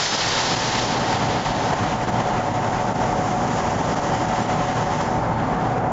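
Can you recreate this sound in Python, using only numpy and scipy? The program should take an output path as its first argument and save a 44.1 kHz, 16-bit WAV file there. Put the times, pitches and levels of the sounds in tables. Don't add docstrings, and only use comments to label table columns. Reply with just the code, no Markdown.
import sys
import numpy as np
from scipy import signal
from scipy.fft import rfft, irfft
from scipy.io import wavfile
from scipy.ndimage import uniform_filter1d

SR = 44100
rng = np.random.default_rng(int(sys.argv[2]) if len(sys.argv) > 2 else 0)


def makeup_ratio(level_db):
    decades = np.asarray(level_db, float) / 20
    return 10 ** decades


def store_wav(level_fs):
    pcm = np.round(np.clip(np.atleast_2d(level_fs), -1, 1) * 32767)
    wavfile.write(sys.argv[1], SR, pcm.T.astype(np.int16))


N = 261072

BLOWER_DB = -23.5


def evened(x):
    return x / np.sqrt(np.mean(x ** 2) + 1e-20)


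def read(points, hz):
    f, value = np.transpose(points)
    return np.interp(np.log(hz + 1), np.log(f + 1), value)


def follow(rows, t):
    s, *columns = np.transpose(rows)
    return [np.interp(t, s, c) for c in columns]


def wander(rate_hz, t):
    coarse = t[::32]
    drift = 0
    for f in rate_hz * np.geomspace(.05, 1, 24):
        drift = drift + np.sin(2 * np.pi * (f * coarse + rng.random())) / np.sqrt(f)
    return evened(np.interp(t, coarse, drift))


def bump(t, centre_s, length_s):
    return np.exp(-.5 * ((t - centre_s) / length_s) ** 2)


def turbulence(field_db, size, patchy_db, patch_bins, patch_frames):
    frames = 4 * N // size + 5
    hz = np.fft.rfftfreq(size, 1 / SR)
    a, b, patches = rng.standard_normal((frames, len(hz), 3)).T
    patches = uniform_filter1d(patches, patch_bins, 0)
    patches = evened(uniform_filter1d(patches, patch_frames, 1))
    frame_s = np.arange(frames) * size / 4 / SR
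    field = field_db(hz[:, None], frame_s) + patchy_db * patches
    spectra = (a + 1j * b) * makeup_ratio(field)
    return signal.istft(spectra, nperseg=size, noverlap=3 * size // 4)[1][:N]


def band_rms(x, lo_hz, hi_hz):
    hz = np.fft.rfftfreq(N, 1 / SR)
    band = (hz > lo_hz) & (hz < hi_hz)
    return np.sqrt(2 * np.sum(abs(rfft(x)[band]) ** 2)) / N


def blower_level(t):
    ducked_db, recover_s = -6.5, 0.36
    return BLOWER_DB + ducked_db * np.exp(-t / recover_s)


def hum_level(t):
    # top of the swell in seconds, level in dB added to the steady hum.
    swells = [
        (0.72, -44),
        (1.15, -39),
        (2.12, -36),
        (2.54, -36),
        (2.92, -39),
        (3.41, -36),
        (4.4, -33.5),
        (4.75, -35.5),
        (5.27, -32.5),
        (5.7, -30),
    ]
    rise_s, fall_s = 0.099, 0.1
    rest_db = -11
    gain = makeup_ratio(blower_level(t) + rest_db)
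    for s, db in swells:
        gain = gain + makeup_ratio(db) * bump(t, s, np.where(t < s, rise_s, fall_s))
    return gain


def motor_hum(t):
    hum_hz = 118.72
    return hum_level(t) * np.sin(2 * np.pi * hum_hz * t + .12 * wander(1.7, t))


def order_level(k, over_db, emerge_s, t):
    # middle in seconds, order as a multiple of the shaft, depth in dB, half length in seconds.
    shades = [
        (1.7, 7, -3, 0.4),
        (5.57, 7, -9, 0.22),
        (1.3, 9, -2.5, 0.53),
        (3.8, 9, -6, 0.16),
        (5.22, 9, -7, 0.25),
        (2, 11, -1.5, 0.35),
        (2.45, 11, -3.5, 0.1),
        (3.4, 11, -7.5, 0.17),
        (4.6, 11, -8, 0.08),
        (5.7, 11, -9.5, 0.17),
    ]
    depth_db, emerge_length_s = -9.5, 0.1
    standing_wave_db = -0.4
    shade_db = sum(db * bump(t, s, length) for s, order, db, length in shades if round(order) == k)
    under_jet_db = depth_db / (1 + np.exp((t - emerge_s) / emerge_length_s))
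    return BLOWER_DB + 3.5 + over_db + under_jet_db + shade_db + standing_wave_db * wander(2, t)


def rotor(t):
    # multiple of the shaft, level in dB over the blower.
    weak_orders = [(5, -10.5), (6, -11), (8, -11), (10, -11), (12, -17.5), (13, -17.5), (16, -13.5)]
    # multiple of the shaft, level in dB over the blower, time it emerges from the jet in seconds.
    strong_orders = [(7, -11.5, 1.0), (9, -6.5, 0.7), (11, -10, 0.34)]
    rotor_hz = 81.42
    angle = 2 * np.pi * rotor_hz * t + .015 * wander(3, t)
    weak_db = blower_level(t) - 6.0
    levels = [(k, db + weak_db + 1.5 * wander(2.5, t)) for k, db in weak_orders]
    levels += [(k, order_level(round(k), db, emerge_s, t)) for k, db, emerge_s in strong_orders]
    whine = 0
    for k, db in levels:
        phase = np.pi * k ** 2 / 8 + .2 * wander(3, t)
        whine = whine + makeup_ratio(db) * np.sin(k * angle + phase)
    return whine


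def blower(t):
    # frequency in Hz, level in dB per Hz.
    roar_colour = [(12, -44.5), (30, -18.5), (76, -14.5), (113, -7), (146, -3), (335, -10.5), (390, -13),
                   (540, -10.5), (700, -10), (770, -5.5), (920, -10), (1250, -16), (2030, -25.5),
                   (2440, -34.5), (6500, -80)]
    # frequency in Hz, width in Hz, boost in dB.
    booth_modes = [(44.6, 10, 6.5), (56, 9.3, 9), (103.8, 11, 10.5), (161, 14, 4), (244.6, 33, 5),
                   (333, 4.7, 1.5)]
    # frequency in Hz, width in Hz, dip in dB.
    dead_spots = [(34, 6, -4), (111.8, 4.8, -6), (131, 9, -6.5), (180, 10, -1.5)]
    rumble_db, ducked_db, recover_s = -1.5, -3.5, 0.97

    def field_db(hz, s):
        low = np.clip((340 - hz) / 80, 0, 1)
        modes_db = 0
        for f, width, db in booth_modes + dead_spots:
            modes_db = modes_db + db / (1 + (2 * (hz - f) / width) ** 2)
        return read(roar_colour, hz) + modes_db + low * (rumble_db + ducked_db * np.exp(-s / recover_s))

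    roar = turbulence(field_db, size=4096, patchy_db=0.7, patch_bins=20, patch_frames=4)
    roar = makeup_ratio(blower_level(t) - 1.5) * roar / band_rms(roar, 300, 1100)
    return roar + motor_hum(t) + rotor(t)


def striking(t):
    full_s, gone_s, stray = 0.24, 2.43, 0.092
    return np.clip((gone_s - t) / (gone_s - full_s), stray, 1)


def jet(t):
    # time in seconds, jet level in dB, fizz of the top octave in dB as the aim nears the microphone.
    nozzle = [(0, -28, 2), (0.2, -26.5, 1), (0.75, -29.5, 1), (1, -34, 0), (1.5, -34.5, -2.5),
              (1.8, -38, 0), (2.2, -40, -2), (2.7, -42.5, 1), (3.2, -43, 2.5), (3.6, -41, 2.5),
              (4.15, -40.5, 2), (4.65, -39.5, -0.5), (5.05, -41.5, 1.5), (5.17, -47.5, 1.5),
              (5.4, -46.5, -4), (5.72, -46.5, -1), (5.82, -53, -0.5), (5.92, -53, 1)]
    # frequency in Hz, level in dB per Hz.
    free_colour = [(300, -2), (900, 0), (2000, 5.5), (2370, -1), (3080, 1), (3750, -5.5), (4650, -6),
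                   (6050, -4.5), (7200, -4), (9000, -7)]
    # frequency in Hz, level in dB per Hz.
    steel_colour = [(300, -13), (900, -4.5), (1830, -3), (2400, -6.5), (3200, -5), (4000, -3.5), (4800, -4),
                    (5600, -7.5), (7200, -11.5), (9000, -2.5)]
    # frequency in Hz, width in Hz, level in dB.
    steel_rings = [(1840, 40, 0), (3120, 70, 1), (3290, 18, -5), (3700, 50, -3), (4696, 30, -2),
                   (5007, 30, -2), (5227, 12, 0), (6131, 25, -3)]

    def field_db(hz, s):
        fizz_db, share = follow(nozzle, s)[1], striking(s)
        top = np.clip((hz - 4300) / 900, 0, 1)
        colour_db = share * read(steel_colour, hz) + (1 - share) * read(free_colour, hz)
        band = (hz[:, 0] > 2400) & (hz[:, 0] < 4600)
        return colour_db - colour_db[band].mean(0) + top * fizz_db

    hiss = turbulence(field_db, size=512, patchy_db=0.5, patch_bins=8, patch_frames=20)
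    hiss = hiss / band_rms(hiss, 2400, 4600)
    grit, steel = rng.standard_normal(N), 0
    for hz, width, db in steel_rings:
        steel = steel + makeup_ratio(db) * evened(signal.lfilter(*signal.iirpeak(hz, hz / width, SR), grit))
    level_db = follow(nozzle, t)[0]
    slugs_db = 0.51 * wander(50, t)
    ringing = .17 + .25 * striking(t)
    return makeup_ratio(level_db + slugs_db) * (hiss + ringing * evened(steel))


def lurch(t):
    # middle in seconds, size in dB, half length in seconds.
    lurches = [(0.08, 4, 0.016), (0.393, 4.5, 0.028), (0.555, -9.5, 0.0039), (2.112, -5, 0.007),
               (0.796, 5.5, 0.0062), (0.978, 3.5, 0.0042), (1.182, -4.5, 0.0049), (1.143, 4, 0.023),
               (1.433, -4.5, 0.01), (1.54, -2.5, 0.013), (1.738, 6.5, 0.0028), (1.983, -3.5, 0.02),
               (2.057, -5.5, 0.011), (2.208, 4, 0.02), (2.417, -3.5, 0.016), (2.529, -6.5, 0.008),
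               (2.935, -6, 0.007), (2.973, -4.5, 0.01), (3.036, 4, 0.015), (3.95, -9.5, 0.0027),
               (4.007, -5, 0.0087), (4.152, 4, 0.007), (4.267, -4, 0.014), (4.424, 2.5, 0.01),
               (4.472, -4, 0.007), (4.743, -4.5, 0.0098), (5.014, 5.5, 0.004), (2.303, 1, 0.0068),
               (5.542, 4.5, 0.011), (5.782, 3.5, 0.0063)]
    total_db = 0
    for s, db, length in lurches:
        falling = (t - s) * db > 0
        total_db = total_db + db * bump(t, s, length * np.where(falling, .6, 1.5))
    return total_db


def scene():
    t = np.arange(N) / SR
    hiss, drone = jet(t), blower(t)
    flutter = wander(36.04, t)
    flutter_db = 1.5 * (flutter - uniform_filter1d(flutter, size=SR // 8))
    lurch_db = lurch(t) + flutter_db
    mono = makeup_ratio(lurch_db) * hiss + makeup_ratio(0.94 * lurch_db) * drone
    return np.tile(mono, (2, 1))


def splits():
    # middle in seconds, low edge in Hz, high edge in Hz, level in dB.
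    patches = [
        (.106, 5200, 6300, -34),
        (.692, 7460, 8300, -59.5),
        (4.43, 6200, 7700, -46),
    ]
    t, hz, side = np.arange(N) / SR, np.fft.rfftfreq(N, 1 / SR), 0
    for s, lo_hz, hi_hz, db in patches:
        band = (hz > lo_hz) & (hz < hi_hz)
        noise = evened(irfft(rfft(rng.standard_normal(N)) * band, N))
        side = side + makeup_ratio(db) * noise * np.exp(-((t - s) / 0.012) ** 4)
    return np.array([side, -side])


def band_limit(x):
    return signal.sosfilt(signal.butter(12, 15900, fs=SR, output="sos"), x)


def record(dry):
    # frequency in Hz, gain in dB.
    treble_cut = [(7200, 0), (7500, -8.5), (7800, -24), (8000, -35), (8240, -46), (8330, -90)]
    top_band_hz, top_lost_s = 7900, 0.78
    tick_s, tick_db = 2.0938, -28
    hz = np.fft.rfftfreq(N, 1 / SR)
    peak_db = 20 * np.log10(abs(dry[0]) + 1e-6)
    climb = np.arange(N) * 60. / SR
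    held_db = np.maximum.accumulate(peak_db + climb) - climb
    held_db = uniform_filter1d(np.roll(held_db, 60), 120)
    pumped = dry * makeup_ratio(-.7 * (held_db - uniform_filter1d(held_db, 12000)))
    squeezed = 0.44 * np.tanh(pumped / .45)
    cut = irfft(rfft(squeezed) * makeup_ratio(read(treble_cut, hz)), N)
    top = irfft(rfft(cut) * (hz > top_band_hz), N)
    cut = cut - top * np.clip((np.arange(N) / SR - top_lost_s) / .02, 0, 1)
    tick = makeup_ratio(tick_db) * (np.arange(N) == round(tick_s * SR))
    offset = -.0013
    return band_limit(cut + splits() + tick + offset)


dry = scene()
out = record(dry)
store_wav(out)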